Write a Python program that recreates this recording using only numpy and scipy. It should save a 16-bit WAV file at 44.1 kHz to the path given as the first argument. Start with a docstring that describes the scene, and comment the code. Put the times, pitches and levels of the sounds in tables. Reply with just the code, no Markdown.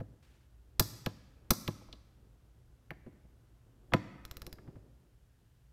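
"""A hand bumps a car door in a large bare workshop; a click-type torque wrench then snaps and clunks back on its
hinge bolts, heard from a small chest microphone. The ratchet ticks on the back swing; socket and hand knock the hinge.
Each blow is a rattle of tiny impacts that excites decaying modes of steel and door panel and jolts the arm.
Filtered noise makes the long echoing tail, the air, hum and hiss, the rumble of arm and shirt, and a short scrape."""
import sys
import numpy as np
from scipy import signal
from scipy.fft import rfft, irfft
from scipy.io import wavfile
from scipy.ndimage import uniform_filter1d

SR = 44100
rng = np.random.default_rng(int(sys.argv[2]) if len(sys.argv) > 2 else 0)


def ratio_of_db(decibels):
    """Turn decibels (scalar or array-like) into linear amplitude factors; 0 dB maps to 1."""
    return 10 ** (np.asarray(decibels, float) / 20)


def wav_out(sig):
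    """Save sig, one row per channel (or a flat mono array), as 16-bit PCM at SR to the path in sys.argv[1]."""
    wavfile.write(sys.argv[1], SR, np.round(np.clip(np.atleast_2d(sig).T, -1, 1) * 32767).astype(np.int16))


N = 252252
T = np.arange(N) / SR


def level(x, db):
    """Root-mean-square normalisation: scales the whole signal to a given rms level."""
    return x * ratio_of_db(db) / np.sqrt(np.mean(x ** 2))


def band(x, hz, width, order=1):
    """Resonance-like selection: a band-pass whose edges have the centre as geometric mean."""
    top = 0.45 * SR
    hi = min(np.sqrt(hz ** 2 + width ** 2 / 4) + width / 2, top)
    # a band that would pass the top limit starts an octave below its centre instead
    edges = [hz ** 2 / hi, hi] if hi < top else [hz / 2, hi]
    return signal.sosfilt(signal.butter(order, edges, "band", fs=SR, output="sos"), x)


def walk(rate):
    """Slow random modulation: levels held 1 / rate s and slewed twice; spread near 1."""
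    hold = int(SR / rate)
    steps = np.repeat(rng.standard_normal(N // hold + 1), hold)
    slewed = uniform_filter1d(uniform_filter1d(steps, hold), hold)
    return 1.3 * slewed[:N]


def coloured(spectrum, level_db):
    """Stationary noise: a random spectrum weighted by a curve that is straight in dB over log frequency."""
    hz, db = np.transpose(spectrum)
    f = np.arange(N // 2 + 1) * SR / N + 1
    weight = ratio_of_db(np.interp(np.log(f), np.log(hz), db, left=-90, right=-90))
    return level(irfft(rfft(rng.standard_normal(N)) * weight, N), level_db)


def air():
    """Steady noise floor: low room air that swells a little, narrow-band hum and smooth microphone hiss."""
    # room air: (frequency [Hz], relative density [dB per Hz])
    air_spectrum = [(12, -46), (20, -23.5), (39, -2.5), (59, 7), (86, -7.5), (124, -8.5), (151, -23),
                    (265, -27.5), (665, -28.5), (1500, -33.5), (1950, -66.5), (3300, -120)]
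    # microphone hiss: (frequency [Hz], relative density [dB per Hz])
    hiss_spectrum = [(880, -31), (1500, -1), (2340, -9), (2690, -5), (4240, -9), (14100, -12), (16000, -19)]
    # narrow noise bands, so the hum wavers: (frequency [Hz], width [Hz], level [dB])
    hum_bands = [(57.8, 6, -66), (117.1, 12, -67)]
    hum = sum(level(band(rng.standard_normal(N), hz, width), db) for hz, width, db in hum_bands)
    room_air = coloured(air_spectrum, -64.5) * ratio_of_db(1.5 * walk(1.0))
    return room_air + hum + coloured(hiss_spectrum, -81)


def rumble():
    """Body conduction: dull, lumpy noise through arm and shirt swells into each heave and ebbs after."""
    # the arm heaves on the wrench: (time of greatest effort [s], level [dB])
    heaves = [(0.0, -61.5), (0.901, -64.5), (1.56, -66.5), (2.249, -68), (3.1, -65.5), (3.881, -66.5),
              (4.2, -66.5), (4.499, -57), (4.72, -62.5)]
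    swell_db_per_s, ebb_db_per_s = 61, 69.5
    effort = ratio_of_db(-81)  # arm at rest
    for s, db in heaves:
        slope = np.where(T < s, swell_db_per_s, ebb_db_per_s)
        effort = effort + ratio_of_db(db - slope * np.abs(T - s))
    lumps = ratio_of_db(3 * walk(25))
    return level(band(rng.standard_normal(N) * lumps, 200.0, 290.0, order=2), 0) * effort


def workshop(x):
    """Reverberation: smeared near reflections, then dense noise that decays at its own rate in each band."""
    # tail bands: (centre [Hz], noise level before the bandwidth weighting [dB])
    hall_bands = [(125, -41.5), (250, -43), (500, -50), (1000, -50), (2000, -50), (4000, -51),
                  (6000, -43.5), (9000, -46.5), (13000, -50.5)]
    # reverberation times of the same bands: (t60 [s])
    hall_t60 = [.8, .9, 1.1, 1.25, 1.3, 1.0, .8, .62, .5]
    # nearest surfaces: (delay [s], level [dB])
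    echoes = [(.007, -10), (0.028, -20.5)]
    t = np.arange(int(1.5 * SR)) / SR
    tail = 0
    for (hz, db), t60 in zip(hall_bands, hall_t60):
        noise = level(band(rng.standard_normal(len(t)), hz, 0.64 * hz, order=2), db)
        decay = np.exp(-np.log(1000) * t / t60)
        tail = tail + noise * np.sqrt(hz / SR) * decay  # bandwidth grows with the centre
    tail *= 1 - np.exp(-t / 0.007)  # gradual build-up
    for delay, db in echoes:
        # rough surfaces smear each reflection over a few ms
        smear = rng.standard_normal(len(t)) * np.exp(-np.abs(t - delay) / 0.0036)
        tail += ratio_of_db(db) * smear / np.sqrt(np.sum(smear ** 2))
    return signal.fftconvolve(x, tail)[:N]


def scrape():
    """Dry sliding friction: dense uneven grains start sharply, fade and stop."""
    start_s, length_s, edge_s = 0.225, 0.243, 0.0031
    fade_db_per_s = 45
    grains = band(rng.standard_normal(N) * ratio_of_db(1.8 * walk(105.3)), 1900.0, 2200.0)
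    since = T - start_s
    gate = np.clip(np.minimum(since, length_s - since) / edge_s, 0, 1)
    return level(grains, -70) * gate * ratio_of_db(-fade_db_per_s * np.maximum(since, 0))


def burst(rise_s):
    """Broadband excitation: a rattle of tiny impacts, whitened, that swells and dies."""
    t = np.arange(int(12 * rise_s * SR)) / SR
    shape = t / rise_s * np.exp(-t / rise_s)
    spectrum = rfft(rng.standard_normal(SR // 2)[:len(t)] * shape)
    white = irfft(spectrum / (np.abs(spectrum) + 1e-9), len(t))
    return white * np.sqrt(shape)


def ring(modes, t, scatter_db):
    """Modal superposition: decaying sines, neighbours in opposite phase, strengths scattered at every blow."""
    hz, db, t60 = np.transpose(modes)[:, :, None]
    sign = (-1) ** np.arange(len(modes))[:, None]
    strength = ratio_of_db(db + scatter_db * rng.standard_normal(db.shape)) * sign
    decay = 1000.0 ** (-t / t60)
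    return np.sum(strength * np.sin(2 * np.pi * hz * t) * decay, axis=0)


def head(x, db):
    """Onset normalisation: sets the rms level of the first 40 ms."""
    return x * ratio_of_db(db) / np.sqrt(np.mean(x[:SR // 25] ** 2))


def blows(table, rattle_s, push_s, spread, soft_hz, scatter_db):
    """Impact excitation: each blow cracks, rings the steel, pushes the door panel more slowly, jolts the arm."""
    # steel of the wrench: (frequency [Hz], relative strength [dB])
    steel_table = [(1265, -0.5), (3345, -10), (4200, -16.5), (4810, 0), (5400, -12.5), (6000, -5.5),
                   (6800, -16.5), (7700, -10), (8400, -14), (9100, -10), (9800, -7.5), (10600, -11),
                   (11850, -4.5), (12500, -5.5), (13250, -3), (14000, -13.5), (14600, -10), (15500, -13.5)]
    # door panel: (frequency [Hz], relative strength [dB], t60 [s])
    door_modes = [(103.4, -4.5, 0.16), (152, 0, .12), (194, -2, .09), (253, 1.5, 0.037), (298, -4.5, 0.099),
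                  (349, -8, 0.11), (436, -10, .06), (515, -4.5, 0.051), (607, -6, 0.052), (646, -8, 0.042),
                  (745, -8.5, 0.04), (850, -11, 0.061), (1010, -12.5, 0.064), (1130, -11.5, 0.058),
                  (1284, -9.5, 0.033), (1662, -16, 0.074), (2140, -20, .03), (2600, -26, 0.032),
                  (3300, -14, .02)]
    grip_t60_s = 0.01  # the grip damps every steel mode alike
    steel_modes = [(f, db, grip_t60_s) for f, db in steel_table]
    out = np.zeros((2, N + SR))  # airborne sound, jolt
    t = np.arange(SR // 3) / SR
    soft = signal.butter(2, soft_hz, fs=SR, output="sos")
    for s, crack_db, hz, steel_db, door_db, jolt_db in table:
        rattle = np.pad(burst(rattle_s), (0, len(t)))[:len(t)]
        crack = band(rattle, hz, spread * hz, order=2)
        crack *= ratio_of_db(crack_db) / np.abs(crack).max()
        steel = signal.fftconvolve(rattle, ring(steel_modes, t, scatter_db))[:len(t)]
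        push = signal.sosfilt(soft, burst(push_s))
        door = signal.fftconvolve(push, ring(door_modes, t, scatter_db))[:len(t)]
        jolt = np.sin(2 * np.pi * 42.0 * t) * np.exp(-t / 0.0035)
        i = int(max(s, 0) * SR)
        out[0, i:i + len(t)] += crack + head(steel, steel_db) + head(door, door_db)
        out[1, i:i + len(t)] += head(jolt, jolt_db)
    return out[:, :N]


def alike(table, kind):
    """Proportional excitation: one kind shares its crack centre; steel ring and jolt follow the crack."""
    hz, steel_db, jolt_db = kind
    return [(s, db, hz, db + steel_db, door_db, db + jolt_db) for s, db, door_db in table]


def scene():
    """Superposition: blows reverberate over the steady floor; jolts arrive through the body only."""
    # the wrench snaps, clunks back and ticks: (time [s], crack peak [dB], door ring [dB])
    snaps = [(0.795, -12.5, -31), (1.505, -12.5, -31)]
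    clunks = [(1.0605, -25.5, -35), (1.677, -26.5, -34.5)]
    ticks = [(4.2512, -35.5, -70), (4.3116, -34.5, -60.5), (4.3686, -35.5, -65), (4.4182, -35, -57),
             (4.4656, -35.5, -52.5), (4.5271, -35, -59)]
    # socket on bolt and hinge: (time [s], crack peak [dB], crack centre [Hz], door ring [dB], jolt [dB])
    knock_table = [(1.814, -54.5, 780, -63, -72), (1.885, -53, 750, -63, -56.5),
                   (1.927, -39, 3600, -59, -61), (2.905, -28, 1860, -46.5, -56.5),
                   (3.919, -47.5, 1400, -39, -70), (4.584, -50, 1485, -61.5, -60)]
    # hand against the door: (time [s], crack peak [dB], door ring [dB])
    bumps = [(.0, -46, -41), (3.062, -56.5, -50.5), (3.24, -81, -65), (4.675, -56.5, -48.5),
             (4.754, -58.5, -52)]
    # the socket drops hard onto the bolt: (time [s], crack peak [dB], door ring [dB])
    slams = [(3.9355, -13, -25.5)]
    # contacts in the order of tables below: (rattle rise [s], rise of the push on the door [s],
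    # crack width [centres], treble limit of the push [Hz], scatter of the modes [dB])
    contacts = [(.0016, .003, 1.6, 4000, 1.5), (.0014, .003, 1.0, 4000, 2.0), (.0006, .003, 1.0, 1500, 3.5),
                (.0014, .0022, .5, 4000, 2.2), (.003, .004, 1.0, 600, 2.5), (.0014, .003, 1.2, 4000, 2.0)]
    # how strongly each kind of contact carries into the room: (gain [dB])
    carry_db = [-0.5, -3.5, -3.5, -0.5, 0.5, -3]
    knocks = [(s, db, hz, db - 41.5, door_db, jolt_db) for s, db, hz, door_db, jolt_db in knock_table]
    # each kind: (crack centre [Hz], steel ring against crack [dB], jolt against crack [dB])
    tables = [
        alike(snaps, (2500, -16, -17)),
        alike(clunks, (2600, -29, -17.5)),
        alike(ticks, (3380, -22, -15.5)),
        knocks,
        alike(bumps, (1200, -34.5, -0.5)),
        alike(slams, (1350, -42, -27.5)),
    ]
    struck = [blows(table, *contact) for table, contact in zip(tables, contacts)]
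    near, jolts = np.transpose(struck, (1, 0, 2))
    echo = workshop(ratio_of_db(np.array(carry_db)) @ near)
    mix = near.sum(axis=0) + jolts.sum(axis=0) + echo + air() + rumble() + scrape()
    return mix[None]


def roll_off(x):
    """The treble ends steeply here."""
    return signal.sosfilt(signal.butter(12, 16820, fs=SR, output="sos"), x)


def record(dry):
    """Band limitation: a steep low-pass cuts the top of the finished mix."""
    low_pass = signal.cheby1(8, 0.5, 15900, fs=SR, output="sos")  # ripple [dB], edge [Hz]
    mix = signal.sosfilt(low_pass, dry)
    return roll_off(mix)


dry = scene()
out = record(dry)
wav_out(out)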